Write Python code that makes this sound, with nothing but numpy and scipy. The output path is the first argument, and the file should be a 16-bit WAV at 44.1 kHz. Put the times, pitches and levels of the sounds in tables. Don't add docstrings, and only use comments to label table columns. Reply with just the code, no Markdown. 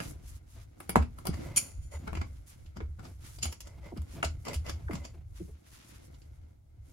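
import sys
import numpy as np
from scipy import signal
from scipy.fft import rfft, irfft, next_fast_len
from scipy.io import wavfile
from scipy.ndimage import map_coordinates

SR = 44100
rng = np.random.default_rng(int(sys.argv[2]) if len(sys.argv) > 2 else 0)


def master_out(mix):
    frames = np.transpose(np.atleast_2d(mix))
    ceiling = np.clip(frames, -1, 1)
    pcm = np.round(ceiling * 32767).astype(np.int16)
    wavfile.write(sys.argv[1], SR, pcm)


N = 305216

# freq_hz, density_db
AIR_EQ = [(59, -36), (100, -5), (185, -19.5), (415, -34.5), (705, -35), (1480, -50.5), (12000, -51.5),
          (16000, -56)]
RUMBLE_EQ = [(11, -32), (22, -5), (45, 2), (70, 8), (83, 6), (108, 0.5), (141, -8), (160, -17),
             (210, -47.5), (350, -120)]
CLOTH_EQ = [(530, -34.5), (900, -4.5), (1100, -5), (4010, -7), (7060, -4), (7860, -7.5), (11600, -3.5),
            (13400, -24.5), (14500, -9.5), (16000, -18.5)]
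FLEX_EQ = [(65, -22.5), (110, 5), (177, -1.5), (242, -1.5), (345, -4), (404, -24.5), (520, -14.5),
           (680, -43.5), (1140, -120)]
SCRAPE_EQ = [(240, -27.5), (400, -4.5), (677, -5), (1120, -15), (1370, -8.5), (1850, -18), (2110, -8),
             (2470, -20), (7000, -24.5), (9100, -53.5), (15400, -120)]
CLANK_EQ = [(710, -57), (1200, -28.5), (1350, -13.5), (1870, -30), (2400, -8.5), (3800, -26), (4500, -13.5),
            (6200, -13), (6950, -1), (8000, -21.5), (9820, -6.5), (12200, -23), (13600, -35.5),
            (15000, -27), (16000, -26.5)]
KNOCK_EQ = [(110, -19), (200, 2), (450, -12), (700, -9), (1300, -8), (1800, -17), (2150, -12), (2900, -21),
            (4200, -31.5), (5460, -40.5), (9240, -120)]
CLICK_EQ = [(1470, -16.5), (2200, -9), (3000, 0), (3850, -9), (4700, 1), (6200, -7), (7300, -2),
            (8200, -12.5), (11800, -12), (13600, -25), (14800, -21.5), (16000, -25.5)]
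# freq_hz, side_over_mid_db
STEREO_WIDTH = [(60, -14.5), (150, -16), (350, 5), (1000, 1), (4000, -0.5), (12000, 0)]
# freq_hz, t60_s
ROOM_DECAY = [(150, 0.32), (700, 0.16), (2500, 0.18), (7000, 0.18), (14000, 0.056)]

# pitch_hz, width_hz, level_db
CAVITY_MODES = [(145, 40, 6.5), (244, 6.2, 1.5), (327, 32, -4), (438, 30, -18), (548, 13, -12),
                (660, 16, -4.5), (2110, 80, -20)]
BEAD_MODES = [(580, 120, 0.5), (900, 320, -4), (2020, 170, -1.5)]
TIRE_MODES = [(667.4, 46, 0), (1050, 160, -4), (1350, 38, -5), (2144, 60, -12), (2850, 110, -12.5)]
# pitch_hz, level_db, t60_s, left_over_right_db
RIM_MODES = [(2270, -15, .17, 5), (2420, -12.5, .18, 9), (3042, -16, .25, -1), (3260, -18, .28, 4),
             (4468, -16, .4, 1), (4590, -17, .26, 1), (5733, -11, .25, 4), (5830, -11, .2, 6),
             (6685, -12, .26, 4), (6990, 1.5, .27, 4), (7380, -15, .22, 0), (8696, -6, .27, 9),
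             (9560, -9, .33, -8), (9876, -3, .27, -14), (10110, -9, .3, -6), (10990, -7, .3, 0),
             (11753, -11, .32, 0), (12190, -11, .24, 0), (14550, -17, .3, 2)]

# time_s, level_db
STAND_SWAY = [(0.0, -50.5), (0.77, -61), (1.17, -48), (1.97, -56), (2.12, -43), (2.51, -62), (2.91, -50),
              (3.89, -54), (4.1, -54), (4.87, -44), (5.3, -52.5), (5.78, -59), (6.92, -63)]
HAND_EFFORT = [(0.0, -52.5), (0.35, -68), (0.72, -69.5), (1.13, -62.5), (1.42, -52.5), (1.69, -62.5),
               (1.85, -66), (2.16, -57.5), (2.45, -69.5), (2.9, -70), (3.14, -63.5), (3.62, -69.5),
               (3.9, -64.5), (4.38, -60.5), (4.55, -63.5), (4.68, -60), (4.99, -62), (5.25, -74),
               (5.8, -62.5), (6.34, -65.5), (6.61, -81.5), (6.92, -70)]
# start_s, level_db, length_s
SWISH_CUES = [(-.02, -53.5, .2), (0.208, -58.5, 0.23), (0.452, -62.5, 0.28), (0.753, -66, 0.26),
              (2.25, -68, 0.25), (2.46, -57, .12), (2.514, -68, 0.28), (3.001, -62, 0.18),
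              (3.178, -54, 0.29), (4.062, -60.5, .18), (5.291, -62.5, 0.34), (5.615, -57, 0.42),
              (5.819, -62.5, 0.41), (6.834, -72.5, 0.2)]
GROAN_CUES = [(0.0, -63, 0.37), (.54, -56.5, 0.1), (1.3, -52, .36), (1.98, -51, 0.15), (3.0, -51, 0.14),
              (3.47, -54, 0.075), (3.7, -56, 0.27), (4.11, -49.5, 0.2), (4.47, -43, 0.11),
              (4.66, -54.5, 0.24), (4.9, -48.5, .16), (5.08, -56, 0.16), (5.478, -56, 0.047)]
DRAG_CUES = [(1.31, -58.5, 0.44), (1.91, -53, 0.075), (3.6, -66.5, 0.2), (3.81, -57, 0.12),
             (4.44, -49.5, 0.13), (4.64, -49.5, 0.089), (4.87, -61.5, 0.26)]
GRAZE_CUES = [(1.81, -70, 0.059), (1.905, -64.5, 0.057), (3.44, -65.5, 0.079)]
# start_s, level_db
WOBBLE_CUES = [(0.313, -39), (0.984, -18.5), (1.3, -32.5), (1.946, -31.5), (2.183, -30.5), (2.277, -35.5),
               (2.829, -29.5), (3.457, -29), (3.988, -27), (4.249, -27.5), (4.3, -34.5), (4.559, -23.5),
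               (4.726, -31.5), (4.987, -34.5), (5.431, -43.5), (5.511, -38.5), (6.429, -43.5)]
# start_s, level_db, favoured_hz, rolloff_db_per_octave
CLINK_CUES = [(1.562, -27, 7000, -1.5), (1.57, -21.5, 8000, 6.5), (1.575, -22, 8070, -3.5),
              (3.428, -30.5, 6760, 19), (4.229, -40, 7600, 16), (4.542, -43.5, 10100, 26),
              (5.052, -49, 4900, 26)]
# start_s, level_db, start_hz, end_hz
SLIP_CUES = [(.9, -41.5, 255, 118), (0.964, -22.5, 169, 120), (0.957, -9.5, 1063, 785),
             (.962, -18.5, 266, 200), (.967, -24, 773, 610), (1.183, -39, 1390, 1200),
             (1.252, -34.5, 1250, 710), (1.28, -29, 232, 127.5), (2.02, -45.5, 260, 206),
             (2.078, -31.5, 1530, 1430), (2.212, -32.5, 1387, 1150), (2.767, -42, 334, 188),
             (2.805, -40.5, 576, 162), (3.917, -44, 1020, 525), (3.919, -35, 423, 170),
             (3.959, -37, 332, 129), (4.141, -44.5, 324, 243), (4.2272, -23.5, 2860, 2320),
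             (4.2285, -19.5, 1460, 1340), (4.231, -23.5, 1396, 1200), (4.236, -27, 805, 580),
             (4.491, -37, 670, 304), (4.881, -38, 1660, 1250), (4.889, -35.5, 1043, 640),
             (4.894, -29, 478, 204), (4.926, -31.5, 238, 153), (5.4, -35.5, 373, 293),
             (5.404, -38, 219, 166), (5.479, -49.5, 442, 385)]
# time_s, click_db, knock_db, crack_eq_db, top_eq_db, creep_s
SNAP_CUES = [(.0024, -33, -34, -1, -13.5, .0005), (.8031, -48, -46, 0.5, 3.5, .0008),
             (.8941, -28.5, -34.5, 0.5, 0.5, 0.00089), (0.9572, -24.5, -30, 2.5, -8.5, 0.00046),
             (1.0254, -40.5, -41.5, 1.5, -12.5, 0.0066), (1.1874, -46, -48.5, -6, -9, 0.0058),
             (1.2541, -38, -40.5, -3, -2.5, .0007), (1.27, -27.5, -34, -1, -3.5, .0027),
             (1.3432, -38, -44.5, 5, -16.5, 0.0098), (1.5725, -24.5, -39, 0.5, -7, 0.006),
             (2.077, -40, -38.5, -2, -15, 0.0044), (2.1308, -47, -41, -1, -9, .0013),
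             (2.153, -38, -43.5, 6, -17.5, .003), (2.1723, -40.5, -44.5, 4.5, -16.5, .004),
             (2.2145, -40, -41, 2, -15, .002), (2.662, -51.5, -82, 3, -28.5, .0033),
             (2.77, -43, -46, 0.5, -16.5, .006), (2.804, -52.5, -44.5, -2, -16.5, .0005),
             (2.9947, -49.5, -46, -6.5, -18, 0.0044), (3.0527, -42.5, -51.5, 1, -19.5, 0.0081),
             (3.386, -39, -53.5, 0, -14, .0005), (3.431, -18, -42, 1, -18, 0.0044),
             (3.4554, -32.5, -43, 3.5, -4.5, 0.012), (3.5259, -33.5, -52, 0, -8, .0066),
             (3.6051, -31.5, -62, -2.5, -9, 0.00099), (3.673, -44.5, -53, -2, -13, 0.012),
             (3.973, -44.5, -47, 2, -12.5, .007), (4.0188, -51, -62, -2, -6.5, .001),
             (4.2284, -34, -37, 7.5, -20, 0.00056), (4.2478, -23, -40, -1.5, -16.5, .0045),
             (4.4514, -34, -52, 1, -16, 0.0011), (4.4688, -36.5, -39.5, 3, -26, .0053),
             (4.484, -26.5, -42.5, -1, -20.5, 0.0024), (4.533, -34.5, -52, 2, -9.5, .001),
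             (4.5428, -27.5, -46.5, 1, -10.5, .0007), (4.559, -38.5, -58, -6, -11.5, .002),
             (4.665, -37, -48.5, 3, -19, .004), (4.6959, -26.5, -36.5, 0, -16.5, 0.0092),
             (4.9107, -44, -38.5, 2, -13.5, 0.0018), (4.9335, -38.5, -43, 0, -11.5, .0058),
             (4.955, -35, -47.5, -5.5, -19, 0.0067), (5.0505, -33, -46, 0, -18.5, .0062),
             (6.144, -51.5, -64, -3, -32, .0032), (6.2183, -51, -83, 0, -27, .0024)]


def amp(db):
    return 10 ** (np.asarray(db) / 20)


def unit(x):
    return x / np.sqrt(np.mean(x ** 2) + 1e-20)


def along(points, hz):
    freqs, values = np.transpose(points)
    return np.interp(np.log(hz + 1), np.log(freqs + 1), values)


def ride(points):
    return np.interp(np.arange(N) / SR, *np.transpose(points))


def drift(rate_hz):
    knots = rng.standard_normal(int(N * rate_hz / SR) + 4)
    return map_coordinates(knots, [np.arange(N) * rate_hz / SR])


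def filtered(x, response):
    size = next_fast_len(x.shape[-1] + 8192)
    return irfft(rfft(x, size) * response(np.fft.rfftfreq(size, 1 / SR)), size)[..., :x.shape[-1]]


def resonate(x, modes):
    return filtered(x, lambda f: sum(amp(db) * 1j * f * width / (hz ** 2 - f ** 2 + 1j * f * width)
                                     for hz, width, db in modes))


def coloured(pair, eq):
    mid = filtered(pair[0], lambda hz: amp(along(eq, hz)))
    side = filtered(pair[1], lambda hz: amp(along(eq, hz) + along(STEREO_WIDTH, hz)))
    return unit(np.array([mid + side, mid - side]))


def grains(eq, rate_hz, spread_db):
    catches = (rng.random(N) < rate_hz / SR) * amp(spread_db * rng.standard_normal(N))
    return coloured(catches * rng.standard_normal((2, N)), eq)


def narrow_noise():
    return rng.standard_normal(N) + 0.5 * rng.standard_normal((2, N))


def add(track, start_s, sound):
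    start = round(start_s * SR)
    sound = sound[..., max(0, -start):]
    part = track[:, max(0, start):][:, :sound.shape[-1]]
    part += sound[..., :part.shape[1]]


def swell(progress, skew):
    return np.abs(np.sin(np.pi * progress ** skew))


def strokes(cues, skew, taper=1):
    out = np.zeros((2, N))
    for start_s, db, length_s in cues:
        progress = np.linspace(0, 1, int(length_s * SR) + 2)
        add(out, start_s, amp(db) * swell(progress, skew) ** taper)
    return out


def room_tone(level_db):
    return amp(level_db) * coloured(rng.standard_normal((2, N)), AIR_EQ)


def workshop_echo(send, build_s):
    hz, t, spectrum = signal.stft(rng.standard_normal((2, SR // 2)), SR, nperseg=256)
    decay = amp(-60 * t / along(ROOM_DECAY, hz)[:, None])
    tail = signal.istft(spectrum * decay, SR, nperseg=256)[1]
    tail *= 1 - np.exp(-np.arange(tail.shape[1]) / SR / build_s)
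    return signal.fftconvolve(send, tail / np.linalg.norm(tail[0]), axes=1)[:, :N]


def stand_rumble(level_db, lurch_db):
    sway = amp(ride(STAND_SWAY) + level_db + lurch_db * drift(9.9))
    return sway * coloured(rng.standard_normal((2, N)), RUMBLE_EQ)


def cloth_swishes(rest_db, drag_db, flutter_db, crackle_db, crossover_hz):
    rub = amp(ride(HAND_EFFORT) + rest_db) + amp(drag_db) * strokes(DRAG_CUES, skew=0.93)
    rustle = grains(CLOTH_EQ, rate_hz=7000, spread_db=1)
    rustle += amp(crackle_db) * grains(CLOTH_EQ, rate_hz=260, spread_db=3)
    soft = filtered(rustle, lambda hz: 1 / (1 + (hz / crossover_hz) ** 4))
    treble_cues = [(s, db + 4 * np.log2(0.21 / length_s), length_s) for s, db, length_s in SWISH_CUES]
    out = np.zeros((2, N))
    for cues, band in [(SWISH_CUES, soft), (treble_cues, rustle - soft)]:
        envelope = np.hypot(strokes(cues, skew=0.68, taper=2), rub)
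        out += envelope * amp(flutter_db * drift(30)) * band
    return out


def rubber_handling(flex_db, scrape_db, drag_db, catch_db):
    effort = amp(ride(HAND_EFFORT))
    catch = amp(catch_db * drift(9.8))
    flex = amp(flex_db) * effort * grains(FLEX_EQ, rate_hz=270, spread_db=2.5)
    pressure = np.hypot(amp(scrape_db) * effort, amp(drag_db) * strokes(DRAG_CUES, skew=0.91))
    scrape = pressure * grains(SCRAPE_EQ, rate_hz=2600, spread_db=0)
    return catch * (flex + scrape)


def tire_groans(level_db, lumps_db):
    slipping = amp(lumps_db * drift(60)) * narrow_noise()
    return amp(level_db) * strokes(GROAN_CUES, skew=0.87) * unit(resonate(slipping, CAVITY_MODES))


def carcass_wobbles(level_db, pitch_hz, swings):
    out = np.zeros((2, N))
    progress = np.linspace(0, 1, int(swings / pitch_hz * SR))
    envelope = swell(progress, skew=0.51)
    for start_s, db in WOBBLE_CUES:
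        cycles = swings * (1 + 0.016 * rng.standard_normal())
        add(out, start_s, amp(db + level_db) * envelope * np.sin(2 * np.pi * cycles * progress))
    return out


def rim_ring(favoured_hz, rolloff_db, split_hz=34, count=7):
    t = np.arange(SR // 3) / SR
    ring = np.zeros((2, len(t)))
    side_fade = amp(-6 - 5 * t)
    for hz, db, t60_s, pan_db in RIM_MODES:
        detune_hz = split_hz * np.sqrt(np.arange(count)) * rng.standard_normal(count)
        partials = np.sin(2 * np.pi * ((hz + detune_hz[:, None]) * t + rng.random((count, 1))))
        beating = side_fade * (rng.standard_normal((2, count - 1)) @ partials[1:])
        pan = unit(amp([[pan_db / 2], [-pan_db / 2]]))
        envelope = amp(db - rolloff_db * abs(np.log2(hz / favoured_hz)) - 60 * t / t60_s)
        ring += pan * envelope * (partials[0] + beating)
    return ring / np.abs(ring).max()


def rim_grazes(level_db):
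    ring = rim_ring(favoured_hz=4500, rolloff_db=1.5)
    rub = strokes(GRAZE_CUES, skew=0.7) * rng.standard_normal((2, N))
    return amp(level_db) * signal.fftconvolve(rub, ring / np.linalg.norm(ring[0]), axes=1)[:, :N]


def rim_clinks(ring_db, attack_db, attack_t60_s, clank_db, clank_t60_s, shimmer_db, shimmer_t60_s):
    out, t = np.zeros((2, N)), np.arange(SR // 3) / SR
    clatter = grains(CLANK_EQ, rate_hz=4100, spread_db=2.5)
    flare = (1 + amp(attack_db - 60 * t / attack_t60_s)) * (1 - np.exp(-t / 0.00048))
    clatter_fade = amp(clank_db - 60 * t / clank_t60_s) + amp(shimmer_db - 60 * t / shimmer_t60_s)
    for start_s, db, favoured_hz, rolloff_db in CLINK_CUES:
        ring = amp(ring_db) * flare * rim_ring(favoured_hz, rolloff_db)
        clank = clatter_fade * clatter[:, round(start_s * SR):][:, :len(t)]
        add(out, start_s, amp(db) * (ring + clank))
    return out


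def bead_rasps(level_db, rate_hz):
    catches = (rng.random(N) < rate_hz / SR) * narrow_noise()
    rasp = resonate(resonate(catches, BEAD_MODES), BEAD_MODES)
    return amp(level_db) * strokes(DRAG_CUES, skew=1) * unit(rasp)


def bead_crackles(level_db):
    return amp(level_db) * strokes(DRAG_CUES, skew=0.82) * grains(CLICK_EQ, rate_hz=500, spread_db=1.5)


def bead_slips(level_db, pitch_jitter, overtone_db, judder_db):
    out = np.zeros((2, N))
    for start_s, db, start_hz, end_hz in SLIP_CUES:
        centre_khz = np.sqrt(start_hz * end_hz) / 1000
        length_s = 0.0125 / centre_khz ** 0.62
        length_s /= 2 ** ((db + 35.5) / 24)
        progress = np.linspace(0, 1, int(length_s * SR) + 2)
        bend, grip = (map_coordinates(knots, [progress * 11]) for knots in rng.standard_normal((2, 12)))
        pitch_hz = start_hz * (end_hz / start_hz) ** progress * (1 + pitch_jitter * bend)
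        phase = 2 * np.pi * np.cumsum(pitch_hz) / SR
        tone = np.sin(phase) + amp(overtone_db) * np.sin(2 * phase)
        add(out, start_s, amp(db + level_db + judder_db * grip) * swell(progress, skew=0.8) * tone)
    return out


def bead_snaps(click_db, knock_db, ring_db, edge_db, creep_db, t60_s, damping_hz, colour_db):
    out, lead = np.zeros((2, N)), SR // 40
    t = np.arange(-lead, SR // 5) / SR
    after = np.maximum(t, 0)
    clicks = grains(CLICK_EQ, rate_hz=4800, spread_db=3)
    knocks = grains(KNOCK_EQ, rate_hz=3000, spread_db=3)
    mode_hz, width_hz, mode_db = np.transpose(TIRE_MODES)[:, :, None]
    ring_fade = np.exp(-np.pi * (width_hz + damping_hz) * after)
    bands_hz = np.geomspace(200, 16000, 30)
    crack_band, top_band = (bands_hz > 1700) & (bands_hz < 3400), bands_hz > 8500
    for time_s, tip_db, body_db, crack_db, top_db, creep_s in SNAP_CUES:
        here = round(time_s * SR) + np.arange(len(t))
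        envelope = np.where(t < 0, amp(creep_db) * np.exp(-np.abs(t / creep_s)), amp(-60 * after / t60_s))
        shift, strength = rng.standard_normal((2, len(mode_hz), 1))
        modes = np.sin(2 * np.pi * mode_hz * (1 + 0.027 * shift) * after)
        ring = (amp(mode_db + 2.3 * strength) * ring_fade * modes).sum(0)
        body = amp(knock_db) * envelope * knocks[:, here] + amp(ring_db) * ring / np.abs(ring).max()
        snap = amp(tip_db + click_db) * envelope * clicks[:, here] + amp(body_db) * body
        eq_db = colour_db * rng.standard_normal(len(bands_hz))
        eq_db += crack_db * crack_band + (top_db + edge_db) * top_band
        add(out, time_s - lead / SR, filtered(snap, lambda hz: amp(np.interp(hz, bands_hz, eq_db))))
    return out


def from_the_right(x, lag_s):
    return filtered(x, lambda hz: np.exp(-2j * np.pi * hz * np.array([[lag_s], [0]])))


def scene():
    bead = bead_snaps(click_db=-10, knock_db=2.5, ring_db=1, edge_db=17.5, creep_db=-4.5,
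                      t60_s=0.048, damping_hz=39.8, colour_db=2.5)
    bead += bead_crackles(level_db=-13.5)
    chirps = bead_slips(level_db=-6, pitch_jitter=0.1, overtone_db=-26.5, judder_db=5)
    chirps = from_the_right(chirps, lag_s=0.00023)
    rim = rim_clinks(ring_db=-3.5, attack_db=13.5, attack_t60_s=0.068, clank_db=-8.5, clank_t60_s=0.063,
                     shimmer_db=-27, shimmer_t60_s=0.47)
    rim += rim_grazes(level_db=11)
    hollow = amp(-2) * resonate(bead + amp(-5.5) * chirps, CAVITY_MODES)
    hollow += tire_groans(level_db=-1, lumps_db=4)
    echo = workshop_echo(amp(-6.5) * bead + amp(-9) * chirps + amp(-24) * rim, build_s=0.0014)
    carcass = carcass_wobbles(level_db=-1.5, pitch_hz=73.6, swings=5.53)
    rubber = rubber_handling(flex_db=2.5, scrape_db=-4, drag_db=-0.5, catch_db=2.5)
    stand = stand_rumble(level_db=4.5, lurch_db=4)
    rasp = bead_rasps(level_db=1, rate_hz=900)
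    cloth = cloth_swishes(rest_db=-10, drag_db=-17.5, flutter_db=3, crackle_db=-15, crossover_hz=5000)
    background = room_tone(level_db=-66.5) + echo + stand + cloth
    return background + rubber + hollow + carcass + rim + rasp + chirps + bead


def record(dry):
    return filtered(dry, lambda hz: hz < 15900)


dry = scene()
out = record(dry)
master_out(out)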